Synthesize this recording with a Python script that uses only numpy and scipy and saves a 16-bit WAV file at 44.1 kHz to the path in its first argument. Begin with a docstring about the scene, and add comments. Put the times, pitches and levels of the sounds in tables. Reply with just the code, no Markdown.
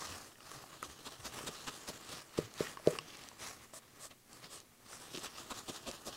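"""Damp towel on a wooden panel

A damp paper towel is wiped and dabbed over a wet decal on a panel lying on a work table: filtered noise and
catching fibres make the rub, and short bursts of them the dabs. As the towel is swept off its edge, the panel
rocks and knocks three times, ringing in damped modes, and a sharp click follows. A fingertip then smooths the
decal in short strokes of high, grainy noise, and the dabbing resumes. Low booms of the table, small clicks and
paper snaps lie between. Close, mono, with sparse reflections and the steady hush of a quiet room."""
import sys
import numpy as np
from scipy import signal
from scipy.fft import rfft, irfft, next_fast_len
from scipy.io import wavfile
from scipy.ndimage import uniform_filter1d

SR = 44100
rng = np.random.default_rng(int(sys.argv[2]) if len(sys.argv) > 2 else 0)


def transcribe(u):
    """Save the signal u as a 16-bit wav file named by the first command-line argument.

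    u: samples, shape (n,) or (channels, n), limited to [-1, 1]; the rate is SR.
    q: integer samples, one column per channel.
    """
    v = np.clip(np.atleast_2d(u).T, -1, 1)
    q = np.round(v * 32767).astype(np.int16)
    wavfile.write(sys.argv[1], SR, q)


N = 271656
TIME = np.arange(N) / SR  # s

# the towel is pressed down and peels off again:
# (time of the peak [s], half length [s], level [dB], weight on the panel [dB], level of the peel [dB])
DABS = [(0.848, 0.023, -49, -9, -59.5), (1.068, 0.015, -44, -9, -56), (1.262, 0.02, -42.5, -8.5, -61),
        (1.478, 0.012, -39.5, -7, -55.5), (1.681, 0.013, -41, -13, -56.5), (1.889, 0.014, -41.5, -6, -56),
        (2.13, 0.0073, -45.5, -9, -62), (2.381, 0.0063, -40.5, -2.5, -57), (4.115, 0.012, -55.5, -5, -92),
        (5.182, 0.0026, -47, -2, -45), (5.513, .012, -41, -5, -51.5), (5.694, 0.014, -42, -3.5, -49),
        (5.883, 0.019, -42.5, -2, -50.5), (6.076, 0.017, -42, -4, -54)]


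def amp(db):
    """Decibels to gain."""
    return 10 ** (np.asarray(db) / 20)


def unit(x):
    """Scales to rms 1."""
    return x / np.sqrt(np.mean(x ** 2) + 1e-20)


def peaked(x, db):
    """Scales to a given peak level."""
    return amp(db) * x / (abs(x).max() + 1e-20)


def add(mix, s, sound):
    """Mixes a sound in at time s."""
    part = mix[max(round(s * SR), 0):][:len(sound)]
    part += sound[:len(part)]


def colour(x, spectrum):
    """Filters by a spectrum drawn on a log-frequency axis; rms 1."""
    hz, db = np.transpose(spectrum)
    size = next_fast_len(len(x))
    bins_hz = np.fft.rfftfreq(size, 1 / SR)
    gain = amp(np.interp(np.log(bins_hz + 1), np.log(hz), db))
    return unit(irfft(rfft(x, size) * gain, size)[:len(x)])


def drift(rate_hz):
    """Slow random wander of rms 1."""
    hz = np.fft.rfftfreq(N, 1 / SR)
    smoothed = rfft(rng.standard_normal(N)) / (1 + (hz / rate_hz) ** 2)
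    return unit(irfft(smoothed, N))


def swell(s, rise, fall):
    """A smooth bell-shaped rise to 1 at time s, and a smooth fall."""
    out = np.zeros(N)
    near = slice(*np.searchsorted(TIME, [s - 4 * rise, s + 4 * fall]))
    t = TIME[near] - s
    out[near] = np.exp(-(t / np.where(t < 0, rise, fall)) ** 2)
    return out


def ring(modes, wave=np.sin):
    """Damped modes (frequency [Hz], level [dB], t60 [s]) after one impulse."""
    t = np.arange(SR // 4) / SR
    return sum(amp(db - 60 * t / t60) * wave(2 * np.pi * hz * t) for hz, db, t60 in modes)


def friction(spectrum, per_s, spread_db, grainy):
    """Countless tiny slips blur to a hiss; a share of the energy comes as separate catches of fibres."""
    sizes = amp(spread_db * np.minimum(rng.exponential(1, N), 4))
    catches = sizes * rng.choice([-1, 1], N) * (rng.random(N) < per_s / SR)
    share = np.clip(grainy, 0, 1)
    slips = np.sqrt(1 - share) * rng.standard_normal(N)
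    return colour(np.sqrt(share) * unit(catches) + slips, spectrum)


def shifting(x, tilt_db, patchy_db):
    """Folds of the wad come and go: the hiss tilts (dB per octave), and patches of it swell and fade."""
    hz, t, z = signal.stft(x, SR, nperseg=256)
    across_hz = uniform_filter1d(rng.standard_normal(z.shape), size=5, axis=0)
    patches = unit(uniform_filter1d(across_hz, size=28, axis=1))
    octaves = np.log2(np.clip(hz, 2500, 9500) / 5000)[:, None]
    tilt = np.interp(t, TIME, tilt_db + 2.0 * drift(rate_hz=13))
    gain_db = octaves * tilt + patchy_db * patches
    return unit(signal.istft(z * amp(gain_db), SR, nperseg=256)[1][:N])


def crease(hz):
    """The dry snap of one fold of paper: four high modes that die within milliseconds."""
    return ring([(hz, 0, .004), (hz * 1.31, -3, .004), (hz * 1.7, -9, .003), (hz * 0.81, -5, .003)])


def room_hush():
    """Steady noise in the colour of the quiet room."""
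    # (frequency [Hz], relative level [dB])
    hush_spectrum = [(20, -6.5), (75, -18.5), (120, -3), (175, -16.5), (240, -4), (300, -20), (700, -25.5),
                     (1200, -22.5), (1800, -22.5), (9000, -23), (15500, -26.5)]
    level_db = -65.5
    return amp(level_db) * colour(rng.standard_normal(N), hush_spectrum)


def rubbing():
    """Contact, slides and peels add up in power; each weighs on rasp and brightness by its share of it."""
    # the held wad rustles faintly as it touches the panel: (time [s], level [dB])
    contact_curve = [(0, -55), (.27, -61.5), (.37, -70), (.43, -62.5), (.65, -59), (.8, -62.5),
                     (1.29, -59.5), (1.55, -54.5), (2.02, -57.5), (2.26, -66), (2.8, -62), (3.35, -69),
                     (3.9, -71.5), (4.2, -80.5), (4.79, -74.5), (4.92, -58.5), (5.45, -57.5), (6.16, -61)]
    # the towel slides, gathering speed and slowing: (time of full speed [s], rise [s], fall [s],
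    # level [dB], rasp of the surface [dB], brightness [dB per octave])
    slides = [(0.059, 0.23, 0.17, -51, 2, -1.5), (.52, 0.078, 0.11, -59.5, 4, 3.5),
              (.74, 0.046, .03, -64.5, 9, 1), (1.345, 0.022, .14, -51, 2.5, 1),
              (2.141, 0.078, 0.064, -49.5, -1.5, -0.5), (2.385, 0.043, 0.05, -52.5, 2, -1.5),
              (2.621, 0.052, .1, -49, 3, 1), (2.889, 0.042, 0.088, -51, 3.5, 2),
              (3.14, .12, 0.18, -57, -1, -1), (3.438, 0.042, 0.1, -49.5, 0.5, 0.5),
              (3.63, 0.064, 0.032, -62, 1, 1.5), (4.02, 0.092, .05, -64.5, -0.5, 3),
              (4.34, 0.048, 0.1, -61, -1, 3), (4.446, 0.025, 0.024, -56, 0.5, -2),
              (4.56, 0.079, 0.063, -59.5, -6.5, -2), (4.935, 0.047, 0.033, -57.5, -2.5, 3.5),
              (5.05, 0.03, 0.036, -57.5, -1.5, 4), (5.165, 0.041, 0.059, -49.5, -8, 2),
              (5.394, 0.039, 0.039, -51.5, -2, -0.5)]
    peel_delay_s, peel_rise_s, peel_fall_s = 0.071, 0.038, 0.023  # the wad lets go a moment after each press

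    # each move: (gain, rasp [dB], brightness [dB per octave])
    moves = [(amp(np.interp(TIME, *np.transpose(contact_curve))), -1, 0)]
    for s, rise, fall, db, rasp_db, tilt_db in slides:
        moves.append((amp(db) * swell(s, rise, fall), rasp_db, tilt_db))
    peels = sum(amp(peel_db) * swell(s + peel_delay_s, peel_rise_s, peel_fall_s) for s, *_, peel_db in DABS)
    moves.append((peels, -0.5, -2.6))

    gains, rasps, tilts = map(np.array, zip(*moves))
    power = gains ** 2
    total = power.sum(0)
    return 10 * np.log10(total), rasps @ power / total, tilts @ power / total


def towel():
    """Fibres hiss, the surface rasps and the panel drones, all fluttering with the same uneven grip."""
    # colours of the three layers: (frequency [Hz], relative level [dB])
    hiss_spectrum = [(900, -29), (2100, -5.5), (2900, 2), (3500, 1), (4500, 1), (5300, 0.5), (6300, 0),
                     (8300, -2.5), (10500, -8.5), (15500, -25.5)]
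    rasp_spectrum = [(350, -10.5), (700, -5), (920, -5), (1180, 1), (1500, -4.5), (1850, -2.5),
                     (2400, -5.5), (4000, -23)]
    drone_spectrum = [(25, -34.5), (70, -1), (130, 2.5), (180, 1), (250, 2.5), (400, 3.5), (600, -2),
                      (800, -2), (1400, -22)]
    creases_per_s, crease_db = 7.7, 7  # small creases give way at random; level against the rub

    level_db, rasp_db, tilt_db = rubbing()
    hiss = shifting(friction(hiss_spectrum, per_s=2000, spread_db=3.5, grainy=0.31), tilt_db, patchy_db=2.1)
    rasp = friction(rasp_spectrum, per_s=500, spread_db=2.0, grainy=0.33)
    drone = friction(drone_spectrum, per_s=180, spread_db=0.5, grainy=0.55)
    folds = rng.uniform(-1.2, 1, N) * (rng.random(N) < creases_per_s / SR)
    creases = signal.fftconvolve(folds, crease(hz=6500))[:N]

    effort_db = level_db + 58.5  # above a light rub
    # rasp and drone grow more slowly than the hiss: level at a light rub, plus dB per dB of effort
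    rasp_level_db = -58 + 0.78 * effort_db + rasp_db
    drone_level_db = -62 + 0.58 * effort_db
    paper = amp(level_db) * (amp(0.1) * hiss + amp(crease_db) * creases)
    grip = amp(1.42 * drift(rate_hz=100) + 0.25 * drift(rate_hz=26))
    return grip * (paper + amp(rasp_level_db) * rasp + amp(drone_level_db) * drone)


def clicks():
    """Short hollow ticks, hard or wet, with a bright top, and the drier snaps of creases."""
    # hard clicks and wet ticks: (time [s], peak before the low-pass [dB], pitch [Hz],
    # bright top against the hollow part [dB])
    ticks = [(0.021, -33.5, 1100, -14), (.356, -50, 1850, -5), (0.405, -47.5, 1280, 2.5),
             (.516, -39.5, 1150, -10), (0.64, -40.5, 760, -13), (0.8282, -29, 1290, -22),
             (2.67, -33.5, 1850, -20), (2.772, -33.5, 1090, -10), (2.798, -40, 620, -14),
             (2.953, -36.5, 1180, -8), (2.9873, -31.5, 1120, 7), (3.315, -45, 1000, -9),
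             (3.736, -39.5, 635, -17), (4.93, -43, 1400, -3.5), (5.383, -40, 1240, -0.5)]
    # sharp creases of the paper snap: (time [s], peak before the low-pass [dB], pitch [Hz])
    snaps = [(0.5162, -31.5, 7560), (0.828, -25, 9300), (2.54, -33, 6600), (2.605, -27, 4040),
             (2.8723, -22, 4240), (3.171, -33, 7600), (3.238, -33.5, 5500), (3.288, -29.5, 6200),
             (4.331, -33, 7550), (4.603, -33.5, 6500), (5.152, -31, 3520), (5.174, -27.5, 3700),
             (5.914, -25.5, 5670)]
    # the bright top of a tick: (frequency [Hz], level [dB], t60 [s])
    top_modes = [(2810, 1.5, 0.0094), (4870, 4.5, 0.0035), (5400, -16, 0.02), (8350, -5.5, 0.0087)]

    out = np.zeros(N)
    top = ring(top_modes)
    onset = 1 - np.exp(-np.arange(len(top)) / (SR * 0.00031))  # damp surfaces meet softly
    for s, db, hz, top_db in ticks:
        hollow = ring([(hz, 0, .017), (hz * 1.43, -5, .009), (hz * 0.43, -9, .012)])
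        add(out, s, peaked(hollow * onset, db) + peaked(top * onset, db + top_db))
    for s, db, hz in snaps:
        add(out, s, peaked(crease(hz), db))
    # wet paper swallows the highest treble
    return signal.sosfilt(signal.butter(2, 10500, fs=SR, output="sos"), out)


def bumps():
    """The hands nudge the table top: soft, low booms of wavering pitch."""
    # (time [s], length [s], peak level [dB], mean pitch [Hz])
    nudges = [(0.067, 0.13, -53, 94), (0.547, 0.047, -52, 133), (.86, 0.081, -59, 71.5),
              (1.192, 0.027, -52, 104), (1.206, 0.14, -58.5, 60.5), (2.425, 0.065, -49, 124),
              (2.96, 0.12, -56.5, 147), (3.57, 0.092, -66, 69.6), (4.43, 0.044, -57.5, 169)]
    out = np.zeros(N)
    for s, length, db, hz in nudges:
        u = np.linspace(0, 1, int(length * SR))
        pitch = hz * (1 + 0.15 * drift(rate_hz=63)[:len(u)])
        turns = np.cumsum(pitch) / SR
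        boom = u * (1 - u) ** 1.44 * np.sin(2 * np.pi * turns)
        add(out, s, peaked(boom, db))
    return out


def dabs():
    """Each press crushes the wad in a short crunch and pushes softly on the wood."""
    # colour of the crunch: (frequency [Hz], relative level [dB])
    crush_spectrum = [(300, -6), (650, -5), (820, -1), (1100, 4.5), (1400, -2.5), (1750, -3.5),
                      (2250, -1.5), (3100, -2), (4300, -2), (5400, -5), (8000, -6.5), (10500, -13.5),
                      (15500, -23)]
    push_spectrum = [(20, -12), (50, -0.5), (120, -16), (240, 7.5), (480, -0.5), (620, 3.0), (900, -10),
                     (2000, -41)]
    push_lag_s = 0.0029  # the wad is crushed first, then the weight reaches the wood

    crunch = friction(crush_spectrum, per_s=2600, spread_db=2.5, grainy=0.54)
    crunch = shifting(crunch, tilt_db=-0.1, patchy_db=1.9)
    push = colour(rng.standard_normal(N), push_spectrum)
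    out = np.zeros(N)
    for s, half, db, weight_db, _ in DABS:
        rise, fall = 0.97 * half, 1.18 * half
        crushed = swell(s, rise, fall) * crunch
        pushed = amp(weight_db) * swell(s + push_lag_s, rise, fall) * push
        out += amp(db) * (crushed + pushed)
    return out


def knocks():
    """A cushioned blow rings the panel; the table answers a few milliseconds later."""
    # the panel hits the table, lightly under the towel or hard when it rocks:
    # (time [s], peak before the high-pass and answer [dB], contact time [s], extra flex of its middle [dB])
    blows = [(1.381, -43, 0.0023, 12), (1.408, -41, 0.0026, 16), (1.438, -40, 0.0033, 16),
             (1.489, -37.5, 0.0031, -2), (1.9, -38.5, 0.0027, 2), (2.139, -45, 0.0034, 0),
             (2.3869, -19.5, 0.0029, 12), (2.606, -21, 0.0027, 0), (2.865, -33, 0.00046, -2),
             (2.8732, -11.5, 0.0022, -16), (2.8795, -24, 0.002, 0), (5.1437, -40, 0.0019, 30),
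             (5.1511, -35.5, 0.0025, 28), (5.175, -36.5, 0.0026, 32), (5.192, -48, 0.0026, 5),
             (5.697, -41, 0.0038, 19), (5.885, -46, 0.0049, 7)]
    # what the panel rings with: (frequency [Hz], level [dB], t60 [s])
    panel_modes = [(113, -41, 0.12), (168, -18, 0.086), (340, -23, 0.059), (370, -26.5, 0.11),
                   (452, 4, 0.023), (477.7, -16.5, 0.15), (506, -0.5, 0.041), (594, 3.5, 0.04),
                   (1130, -19, 0.043)]
    flex_mode = 2  # row of the mode that a blow on the middle of the panel favours

    out = np.zeros(N)
    for s, db, contact, flex_db in blows:
        modes = [(hz, mode_db + flex_db * (k == flex_mode), t60)
                 for k, (hz, mode_db, t60) in enumerate(panel_modes)]
        phase = np.minimum(np.arange(SR // 100) / (SR * contact), 1)
        force = np.sin(np.pi * phase) ** 2
        thud = peaked(-signal.fftconvolve(ring(modes, np.cos), force), db)
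        add(out, s, thud)
        add(out, s + 0.00495, amp(-13) * thud)
    # a high-pass thins out the deepest bass below the knocks
    return signal.sosfilt(signal.butter(2, 60, "high", fs=SR, output="sos"), out)


def chatter(rough):
    """As the panel settles, its edge skips on the table in quick, uneven slips."""
    # (start [s], length [s], level [dB], mean slips per second [Hz])
    slip_burst = (2.896, .054, -44.5, 490)
    s, length, db, hz = slip_burst
    size, out = int(length * SR), np.zeros(N)
    turns = np.cumsum(hz * (1 + rough * drift(rate_hz=57)[:size])) / SR
    grip = signal.windows.tukey(size, .5) * amp(1.6 * drift(rate_hz=75)[:size])
    add(out, s, amp(db) * unit(grip * np.sin(2 * np.pi * turns)))
    return out


def fingertip():
    """Skin sliding on the wet film chatters with a thin, high sizzle."""
    # (start [s], length [s], level [dB], share of the stroke spent swelling and fading [0-1])
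    strokes = [(3.725, 0.074, -51, 0.46), (3.986, 0.11, -50, 0.82), (4.48, 0.13, -51, 0.95)]
    # colour of the sizzle: (frequency [Hz], relative level [dB])
    skin_spectrum = [(100, -9), (400, -9.5), (620, 3.5), (850, -15), (1150, 6), (1450, -9), (1800, -2.5),
                     (2300, -13), (3700, -7), (6300, -4), (7400, -2), (8150, 3), (8900, -3), (15500, -20)]
    pressure = np.zeros(N)
    for s, length, db, soft in strokes:
        add(pressure, s, amp(db) * signal.windows.tukey(int(length * SR), soft))
    sizzle = friction(skin_spectrum, per_s=2500, spread_db=-2.0, grainy=0.32)
    return pressure * sizzle * amp(1.2 * drift(rate_hz=110))


def hollowed(x, notch_hz, width_hz):
    """The bounce off the face of the panel cancels part of one band of the direct sound."""
    # how far the towel is over the face of the panel: (time [s], depth of the cancelled band [0-1])
    over_panel = [(0, 0.55), (1.9, 0.5), (2.4, 0.15), (3.6, 0.08), (4.9, 0.26), (5.3, 0.49), (6.16, 0.8)]
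    band = signal.lfilter(*signal.iirpeak(notch_hz, notch_hz / width_hz, fs=SR), x)
    return x - np.interp(TIME, *np.transpose(over_panel)) * band


def room(x, wet_db, t60):
    """Sparse reflections from table and walls die away quickly."""
    t = np.arange(SR // 2) / SR
    # about 3000 reflections per second, none in the first 4 ms
    taps = rng.standard_normal(len(t)) * (rng.random(len(t)) < 3000 / SR) * (t > .004)
    tail = colour(taps * amp(-60 * t / t60), [(100, 0), (600, 0), (3000, -3), (14000, -8)])
    return x + amp(wet_db) * signal.fftconvolve(x, tail / np.linalg.norm(tail))[:N]


def scene():
    """Hand sounds and knocks over the steady hush of the room."""
    paper = hollowed(towel() + dabs(), notch_hz=2185, width_hz=950)
    hands = room(paper + fingertip() + clicks(), wet_db=-20.0, t60=0.11)
    panel = room(knocks() + chatter(rough=0.14) + bumps(), wet_db=-21.5, t60=0.36)
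    return (hands + panel + room_hush())[None]


def record(dry):
    """A steep low-pass limits the band at the top of the treble."""
    edge_hz = 15800
    low_pass = signal.firwin(511, edge_hz, window=("kaiser", 9), fs=SR)
    return signal.oaconvolve(dry, low_pass[None], "same")


dry = scene()
out = record(dry)
transcribe(out)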